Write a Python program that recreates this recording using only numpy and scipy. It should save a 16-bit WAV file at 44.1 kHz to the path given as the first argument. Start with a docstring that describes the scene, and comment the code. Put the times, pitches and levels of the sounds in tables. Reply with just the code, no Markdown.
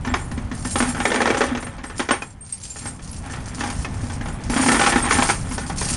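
"""Wet roadside: over a low, gust-like outdoor rumble with soft bumps, steel tyre chains jingle and knock on a bucket.
From about 0.8 to 2.2 s lengths of chain drop thickly into the plastic bucket, and its bottom drums.
Then the blows thin out, free links ring clear and the rumble sinks, to return by 3.5 s.
From 4.5 to 5.3 s a second heavy run lands, then a few last knocks; the rumble is fullest at the end.
Noise blows drive wall, air and bottom resonances; links are decaying sines; the rumble is filtered noise."""
import sys
import numpy as np
from scipy import signal
from scipy.fft import rfft, irfft
from scipy.io import wavfile

SR = 44100
rng = np.random.default_rng(int(sys.argv[2]) if len(sys.argv) > 2 else 0)


def put_to_file(sound):
    """Save the sound as 16-bit audio at rate SR, in the file named by the first command-line argument."""
    columns = np.atleast_2d(sound).T  # one column per channel
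    safe = np.clip(columns, -1, 1)
    whole_steps = np.round(safe * 32767)
    wavfile.write(sys.argv[1], SR, whole_steps.astype(np.int16))


N = 262836
TIME = np.arange(N) / SR


def undb(db):
    """Decibels to amplitude gain."""
    return 10 ** (np.asarray(db) / 20)


def unit(x):
    """Scale to rms 1."""
    return x / np.sqrt(np.mean(x ** 2))


def curve(table):
    """Gain over time from rows of (time [s], level [dB])."""
    rows = np.array(table)
    return undb(np.interp(TIME, rows[:, 0], rows[:, 1]))


def fade(t, t60):
    """Exponential decay, down 60 dB after t60 seconds."""
    return np.exp(-np.log(1000) * t / max(t60, 1e-3))


def swell(t, hold, attack, release_t60):
    """Rise from t = 0 over the attack, hold until hold + attack / 2, then die away exponentially."""
    rise = np.clip(t / max(attack, 1e-3), 0, 1)
    return rise * fade(np.maximum(t - hold - attack / 2, 0), release_t60)


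def add(out, s, sound):
    """Mix a sound in at time s."""
    i = int(np.clip(s * SR, 0, N - 1))
    out[i:i + len(sound)] += sound[:N - i]


def through(x, response):
    """Pass a sound through an impulse response."""
    return signal.fftconvolve(x, response)[:len(x)]


def colour(points, size=1024):
    """Causal minimum-phase impulse response of a spectrum, with unit energy."""
    hz, db = np.transpose(points)
    f = np.maximum(np.fft.rfftfreq(size, 1 / SR), 1)
    log_gain = np.log(undb(np.interp(np.log(f), np.log(hz), db)))
    # folding the cepstrum onto positive time makes the response causal
    cepstrum = irfft(log_gain)
    cepstrum[1:size // 2] *= 2
    cepstrum[size // 2 + 1:] = 0
    return unit(irfft(np.exp(rfft(cepstrum)))) / np.sqrt(size)


def resonances(modes, size=12000):
    """Impulse response of damped modes, each with its dB as peak gain."""
    t = TIME[:size]
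    response = np.zeros(size)
    for hz, width, db in modes:
        ring = np.exp(-np.pi * width * t) * np.cos(2 * np.pi * hz * t)
        response += undb(db) * 2 * np.pi * width / SR * ring
    return response


def contacts(rate, scatter_db):
    """Start samples and forces of uneven contacts, about rate a second; forces even out power across rates."""
    rate = np.broadcast_to(rate, N)
    turns = np.cumsum(rate) / SR
    when, strength = rng.standard_normal((4000, 2))[:int(turns[-1])].T
    starts = np.searchsorted(turns, np.arange(len(when)) + when / 2)
    starts = np.minimum(starts, N - 1)
    forces = unit(undb(scatter_db * np.clip(strength, -2, 2)))
    return starts, forces * np.sqrt(SR / rate[starts])


def scatter(sounds, hits, gain):
    """Play the sounds in turn, one at each contact; their rms level follows gain."""
    out = np.zeros(N)
    for k, (i, force) in enumerate(zip(*hits)):
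        add(out, i / SR, sounds[k % len(sounds)] * force * gain[i])
    mean_energy = np.mean([np.sum(sound ** 2) for sound in sounds])
    return out / np.sqrt(mean_energy)


def bursts(table, attack, release_t60, rest_db, size=40000):
    """Gains over time of a main and a companion layer: one swell per row above a resting level."""
    main, companion = np.full((2, N), undb(rest_db) ** 2)
    for start, hold, db, companion_db in table:
        gain = undb(db) * swell(TIME[:size], hold, attack, release_t60)
        # overlapping swells add in power
        add(main, start, gain ** 2)
        add(companion, start, (gain * undb(companion_db)) ** 2)
    return np.sqrt(main), np.sqrt(companion)


def blow(crack_t60, tail_t60, tail_db, patchy_db, size=12000):
    """One blow: a tight crack, then chatter inside the bucket; every spot struck favours its own pitches."""
    t = TIME[:size]
    octaves = np.log2(np.maximum(np.fft.rfftfreq(size, 1 / SR), 1))
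    spots = np.arange(6, 15, 1 / 12)  # log2 of Hz, in semitones
    favour = np.clip(rng.standard_normal(len(spots)), -2, 2)
    patches = undb(np.interp(octaves, spots, patchy_db * favour))
    grain = unit(irfft(rfft(rng.standard_normal(size)) * patches, size))
    # the links of one blow do not all arrive at once
    onset = 1 - fade(t, crack_t60 / 10)
    decay = fade(t, crack_t60) + undb(tail_db) * fade(t, tail_t60)
    return grain * onset * decay / (1 + undb(tail_db))


# outdoor rumble at the microphone, sinking and coming back: (time [s], level [dB])
RUMBLE_LEVEL = [(0.2, -29), (1.02, -28.5), (1.05, -37), (1.53, -34), (2.44, -42), (3.46, -30), (3.49, -34),
                (3.71, -28.5), (5.48, -27.5), (5.67, -30.5), (5.72, -27), (5.96, -24.5)]
# spectrum of the rumble and its faint hiss: (frequency [Hz], relative level [dB])
RUMBLE_SPECTRUM = [(15, -11), (30, -1), (50, -1), (95, 0), (125, -4), (152, -4.5), (175, -5), (230, -11),
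                   (400, -23), (900, -23), (2000, -34), (6000, -50)]


def rumble(gust_db=1.0, gust_rate=16):
    """Low outdoor rumble: filtered noise in small uneven bumps, gust_rate random levels a second."""
    gusts = undb(gust_db * np.interp(TIME * gust_rate, np.arange(400), rng.standard_normal(400)))
    noise = through(rng.standard_normal(N), colour(RUMBLE_SPECTRUM, size=8192))
    return unit(noise * gusts) * curve(RUMBLE_LEVEL)


# soft low bumps in the rumble: (time [s], pitch [Hz], level [dB])
LOW_BUMPS = [(0.115, 72, -13.5), (0.346, 79.7, -18), (0.72, 84.9, -18), (1.48, 69.35, -21), (3.78, 55, -15),
             (4.02, 99.7, -26)]


def bumps(attack_s=.012, decay_t60=.13, size=10000):
    """Dull bumps, each a few low sine swings that die quickly."""
    out, t = np.zeros(N), TIME[:size]
    shape = swell(t, 0, attack_s, decay_t60)
    for s, hz, db in LOW_BUMPS:
        add(out, s, undb(db) * shape * np.sin(2 * np.pi * hz * t))
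    return out


# ring modes of the links: (frequency [Hz], standard deviation from link to link [Hz], relative level [dB])
LINK_RING_MODES = [(6830, 49, -3), (7370, 37, -2.5), (7450, 66, -2), (8230, 330, -11.5), (8500, 68, 8.5),
                   (8280, 40, -9.5), (8710, 210, 9), (9350, 100, -6.5), (9505, 53, 3.5), (10334, 201, 3),
                   (10444, 114, -2)]


def link(size=8000):
    """One link with its own slightly different modes, ringing until a neighbour damps it."""
    hz, spread, db = np.transpose(LINK_RING_MODES)
    detune, spot = rng.standard_normal((2, len(hz)))
    # the point of contact decides which modes speak
    weights = unit(undb(db + 9 * spot))
    t60, rise_t60 = rng.uniform(.04, .16), .014  # s
    t = TIME[:size]
    modes = np.sin(2 * np.pi * np.outer(hz + spread * detune, t))
    return weights @ modes * fade(t, t60) * (1 - fade(t, rise_t60))


# tugs and shakes that set the hanging chain jingling, levels before the layer trim:
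# (start [s], hold [s], ring level [dB], contact ticks relative to ring [dB])
CHAIN_SHAKES = [(0.0, 0.35, -45.5, -10), (0.498, 0.12, -44.5, -4), (0.619, 0.098, -31.5, -6.5),
                (0.757, 0.13, -28.0, -7), (0.95, 0.29, -33.0, -9), (1.257, 0.17, -37.5, -1.5),
                (1.535, 0.098, -40.0, -14), (1.826, 0.04, -39.5, -14), (1.952, 0.041, -34.0, -3.5),
                (2.053, 0.18, -42.5, -33), (2.429, 0.15, -44.5, 0), (2.591, 0.18, -35.0, -5.5),
                (2.819, 0.049, -34.5, -8.5), (2.993, 0.14, -44.5, -2), (3.209, 0.26, -44.5, -1),
                (3.514, 0.11, -41.0, 5), (3.6, 0.19, -36.0, -2.5), (3.834, 0.18, -45.5, 0.5),
                (4.035, 0.09, -41.5, 0), (4.198, 0.062, -39.5, -15), (4.385, 0.1, -50.0, 5.5),
                (4.481, 0.055, -33.0, -2), (4.551, 0.33, -23.0, -4), (4.93, 0.16, -28.0, -4.5),
                (5.066, 0.23, -25.5, -3.5), (5.323, 0.052, -32.5, -6), (5.467, 0.18, -36, -4),
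                (5.754, 0.16, -28.5, -0.5)]
# spectrum of the contact ticks: (frequency [Hz], relative level [dB])
TICK_SPECTRUM = [(1000, -14), (2500, 1), (3700, -2.5), (4600, 4.5), (6500, 5.5), (7900, -2.5), (9200, 5.5),
                 (10600, -9)]
# the hanging chain never quite comes to rest: SWAY_DB is its resting level
SHAKE_ATTACK_S, SHAKE_RELEASE_T60, SWAY_DB = .03, .36, -58


def jingle(ring_db=-3.5, count=130):
    """Neighbouring links tick and ring against each other, more often the harder the chain is shaken."""
    effort, ticking = bursts(CHAIN_SHAKES, SHAKE_ATTACK_S, SHAKE_RELEASE_T60, SWAY_DB)
    rate = 70 + 560 * np.sqrt(effort / effort.max())  # contacts a second
    hits = contacts(rate, scatter_db=7.5)
    clicks = [blow(crack_t60=.005, tail_t60=.13, tail_db=-10, patchy_db=2.5, size=5000)
              for _ in range(count)]
    rings = scatter([link() for _ in range(count)], hits, effort)
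    ticks = through(scatter(clicks, hits, ticking), colour(TICK_SPECTRUM))
    return undb(ring_db) * rings + ticks


# single links, now and then a heavier hook, swinging free and ringing out, levels before the layer trim:
# (time [s], pitch [Hz], level [dB], 60 dB decay time [s])
FREE_PINGS = [(.094, 7480, -36, 0.11), (.212, 7300, -46, .2), (.76, 8730, -29, 0.14),
              (.762, 8950, -26.5, 0.14), (1.648, 8840, -32, 0.06), (1.862, 8300, -37, 0.14),
              (2.113, 8670, -23.5, 0.18), (2.116, 9160, -27, 0.18), (2.221, 2475, -22, 0.054),
              (2.408, 8690, -36.5, 0.34), (2.524, 8570, -18, 0.096), (2.629, 7470, -32, 0.14),
              (2.703, 7310, -28, 0.13), (2.868, 8460, -25, 0.12), (3.113, 10480, -30, 0.079),
              (3.846, 2536, -25, 0.061), (5.025, 8580, -19.5, 0.14), (5.292, 8690, -25, 0.2)]


def pings(level_db=1, twin_db=-11, twin_hz=45, rise_t60=0.0083, size=14000):
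    """A free link rings clearly, beating a little against the link that struck it."""
    out, t = np.zeros(N), TIME[:size]
    for s, hz, db, t60 in FREE_PINGS:
        twin = hz + twin_hz * rng.standard_normal()
        ring = np.sin(2 * np.pi * hz * t) + undb(twin_db) * np.sin(2 * np.pi * twin * t)
        add(out, s, undb(db) * ring * fade(t, t60) * (1 - fade(t, rise_t60)))
    return undb(level_db) * out


# spectrum of the bucket wall's broad answer: (frequency [Hz], relative level [dB])
WALL_SPECTRUM = [(150, -21.5), (240, 0), (340, 1.5), (450, -2.5), (620, -3), (850, 0.5), (1300, -1),
                 (1900, -1.5), (2600, -8), (3700, -14), (5000, -26), (8000, -38.5)]
# bucket wall resonances over that broad response: (frequency [Hz], width [Hz], peak gain [dB])
WALL_RESONANCES = [(590, 6.9, -21), (813, 32.5, 3.5), (1078, 11, -3), (1318, 39, -3), (1463, 21, 0.5),
                   (1787, 20, 2), (2100, 23, -31), (2314, 80, -4.5), (3275, 240, -3)]


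def wall(force):
    """The plastic wall answers broadly, with a few short resonances on top."""
    broad = through(force, colour(WALL_SPECTRUM))
    return broad + through(broad, resonances(WALL_RESONANCES))


# lengths of chain striking the bucket, levels before the layer trims; these times also set the catches below:
# (time [s], level [dB], hollow boom relative to level [dB])
CHAIN_KNOCKS = [(0.048, -16.5, -15), (0.072, -16, 0.5), (0.139, -4.5, -28.5), (0.313, -22, 4),
                (0.376, -20.5, 8.5), (0.514, -17, 4.5), (0.649, -17, 2), (0.756, -6, -8), (0.803, -6, -6),
                (0.824, -9, -1), (0.946, -16.5, -13), (1.001, -11, -16), (1.053, -1.5, -14),
                (1.102, -11.0, -10), (1.117, -6.5, -17), (1.143, -6.5, -19), (1.159, -7, -6.5),
                (1.204, -9.0, -18), (1.217, -4, -3), (1.256, -6.5, -22), (1.274, -8.0, -28),
                (1.302, -5.5, -3), (1.345, -12, -24), (1.37, -12.5, -7), (1.406, -6.5, -9), (1.414, -7, -7),
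                (1.438, -10.5, -13), (1.549, -13.5, -9), (1.572, -15.5, -13), (1.625, -17.5, -13),
                (1.666, -21.0, -15), (1.781, -25.5, -12), (1.838, -18, -11), (1.897, -22.5, -16),
                (1.994, -10.5, -13), (2.001, -8, -10), (2.088, -6.0, -28), (2.108, -1.5, -6.5),
                (2.131, -11, -28), (2.22, -15.5, -9), (2.757, -23.5, -16), (2.854, -19.5, -1.5),
                (2.991, -28.5, -11), (3.297, -23.0, -13), (3.334, -19.5, -9), (3.607, -10.5, -16),
                (3.635, -12.5, -11), (3.846, -14.5, -9), (4.034, -24.5, 12.5), (4.098, -20, -9),
                (4.209, -18, 0), (4.257, -18.5, -24), (4.283, -19.5, -16), (4.498, -13.0, 7.5),
                (4.562, -8.5, 6), (4.662, -7, -6), (4.685, -2, -8), (4.718, -3.5, -4), (4.744, -8.0, -7),
                (4.794, -3.5, -11), (4.813, -1.5, -21), (4.836, -3.5, -21), (4.862, -1, -11),
                (4.871, -9.5, -12), (4.923, -6, -14), (4.958, -3, 0.5), (5.109, -2, -30), (5.124, -8, -7),
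                (5.186, -5.5, -1.5), (5.222, -4.5, -29), (5.289, -4.5, -19), (5.298, -3.5, -30),
                (5.511, -18.5, 1.5), (5.579, -11, -19), (5.697, -15.0, -14), (5.813, -13.5, -23)]


def feed(catch_s=.03, lead_s=.024, depth=.55):
    """The chain catches for an instant before each length lets go and drops."""
    flow = np.ones(N)
    dip = 1 - depth * np.hanning(int(catch_s * SR))
    for s, *_ in CHAIN_KNOCKS:
        i = int((s - lead_s) * SR)
        caught = flow[i:i + len(dip)]
        flow[i:i + len(dip)] = np.minimum(caught, dip)
    return flow


# air in the bucket and its flexing sides: (frequency [Hz], width [Hz], relative peak gain [dB])
HOLLOW_RESONANCES = [(245, 9.5, -2), (248, 13.5, 5), (265, 28, 1.5)]
# lengths of chain sliding onto the heap, levels before the layer trims:
# (start [s], hold [s], clatter level [dB], hollow boom relative to clatter [dB])
CHAIN_POURS = [(0.036, 0.061, -31.0, 2), (0.365, 0.32, -48, 10.5), (0.749, 0.12, -28.0, -0.5),
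               (0.942, 0.13, -28.0, 0.5), (1.134, 0.27, -25, -6.5), (1.446, 0.073, -28.5, 1.5),
               (1.641, 0.38, -41.5, -2), (2.782, 0.09, -40.5, 0.5), (3.22, 0.14, -36, -3.5),
               (3.44, 0.073, -39.5, 1), (3.561, 0.11, -30, 1.5), (3.762, 0.44, -43, 1.5),
               (4.17, 0.322, -41.5, 2), (4.506, 0.18, -21.5, 2.5), (4.681, 0.26, -19.0, -10.5),
               (5.011, 0.21, -21.5, -9), (5.422, 0.28, -38.5, 0.5), (5.798, 0.15, -35.5, -4)]
# the heap goes on shifting a little between pours, at SETTLE_DB
POUR_ATTACK_S, POUR_RELEASE_T60, SETTLE_DB = 0.036, 0.36, -55


def pour(clatter_db=-3, boom_db=-2.5, count=70):
    """Links tumble one over another onto the heap, rattle the bucket wall and push its air."""
    landings = [blow(crack_t60=.011, tail_t60=.13, tail_db=-15, patchy_db=5.5, size=6000)
                for _ in range(count)]
    flow, weight = bursts(CHAIN_POURS, POUR_ATTACK_S, POUR_RELEASE_T60, SETTLE_DB)
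    clatter = wall(scatter(landings, contacts(rate=300, scatter_db=1.0), flow * feed()))
    # keep the boom close around the air resonance
    band = colour([(120, -36.5), (220, 2.5), (290, 2.0), (500, -30.5)])
    hollow = unit(through(resonances(HOLLOW_RESONANCES), band))
    pushes = scatter(landings, contacts(rate=80, scatter_db=2.5), weight)
    boom = through(pushes, hollow / np.sqrt(len(hollow)))
    return undb(clatter_db) * clatter + undb(boom_db) * boom


# the bottom drums most from BARE_START_S, until the heap covers it; BARE_DB comes on top of COVERED_DB
BARE_START_S, BARE_HOLD_S, BARE_DB, COVERED_DB, COVER_T60 = 1.047, 0.47, 6, -11.5, 1.1


def bare_bottom():
    """Gain over time of the blows that reach the bottom of the bucket."""
    bare = swell(TIME - BARE_START_S, BARE_HOLD_S, POUR_ATTACK_S, COVER_T60)
    return undb(COVERED_DB) + undb(BARE_DB) * bare


# drum modes of the bottom: (frequency [Hz], width [Hz], peak gain [dB])
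BOTTOM_DRUM_MODES = [(324, 33, -15), (436, 41, -3.5), (497, 30, -7.5), (554, 9.3, 0.5)]
# spectrum of the hard edge of a knock: (frequency [Hz], relative level [dB])
EDGE_SPECTRUM = [(1500, -47), (3000, -4), (4500, 10), (6300, 12), (8000, -2), (11000, -12)]
# blows harder than TIGHT_DB land as one crack; each dB below it lengthens the crack by LOOSE_PER_DB
TIGHT_DB, LOOSE_PER_DB = -8, 0.08


def knocks(wall_db=-7.5, boom_db=-3.0, edge_db=-21, edge_growth=0.86):
    """Lengths of chain hit the bucket: wall clatter, a hard edge, the bottom's drum and a push on the air inside."""
    clatter, edge, push = np.zeros((3, N))
    crack_t60 = .038  # s, for a tight blow
    tail = dict(tail_t60=.25, tail_db=-10, patchy_db=3)
    for s, db, boom_re_db in CHAIN_KNOCKS:
        # a slow, light landing spreads its links over a longer time
        spread = max(1 + LOOSE_PER_DB * (TIGHT_DB - db), 1)
        add(clatter, s, undb(db) / np.sqrt(spread) * blow(crack_t60 * spread, **tail))
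        # the hard edge grows more slowly than the clatter, so light knocks sound brighter
        add(edge, s, undb(edge_growth * db) / np.sqrt(spread) * blow(crack_t60 * spread, **tail))
        add(push, s, undb([db + boom_re_db]))
    # the air takes a moment to swing up, so the boom starts without a click
    hollow = resonances(HOLLOW_RESONANCES)
    hollow = hollow / np.max(hollow) * (1 - fade(TIME[:len(hollow)], crack_t60 / 2))
    boom = through(push, hollow)
    floor_blows = through(clatter * bare_bottom(), colour(WALL_SPECTRUM))
    drum = through(floor_blows, resonances(BOTTOM_DRUM_MODES))
    hard_edge = through(edge, colour(EDGE_SPECTRUM))
    return undb(wall_db) * wall(clatter) + undb(boom_db) * boom + undb(edge_db) * hard_edge + drum


def roadside_echo(chain, echo_db=-21, echo_t60=0.084, size=16000):
    """Road and truck side throw the chain back faintly: decaying noise that starts after 6 ms."""
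    t = TIME[:size]
    tail = rng.standard_normal(size) * fade(t, echo_t60) * (t > .006)
    return undb(echo_db) * through(chain, unit(tail) / np.sqrt(size))


def scene():
    """Chain and bucket with their roadside echo, over the rumble and its bumps; one channel."""
    chain = knocks() + pour() + jingle() + pings()
    return (chain + roadside_echo(chain) + rumble() + bumps())[None]


def record(dry, top_hz=10850):
    """The camera's microphone channel rounds the highest peaks, then cuts the top above top_hz."""
    low_pass = signal.ellip(10, .2, 70, top_hz, fs=SR, output="sos")
    return signal.sosfilt(low_pass, np.tanh(dry))


dry = scene()
out = record(dry)
put_to_file(out)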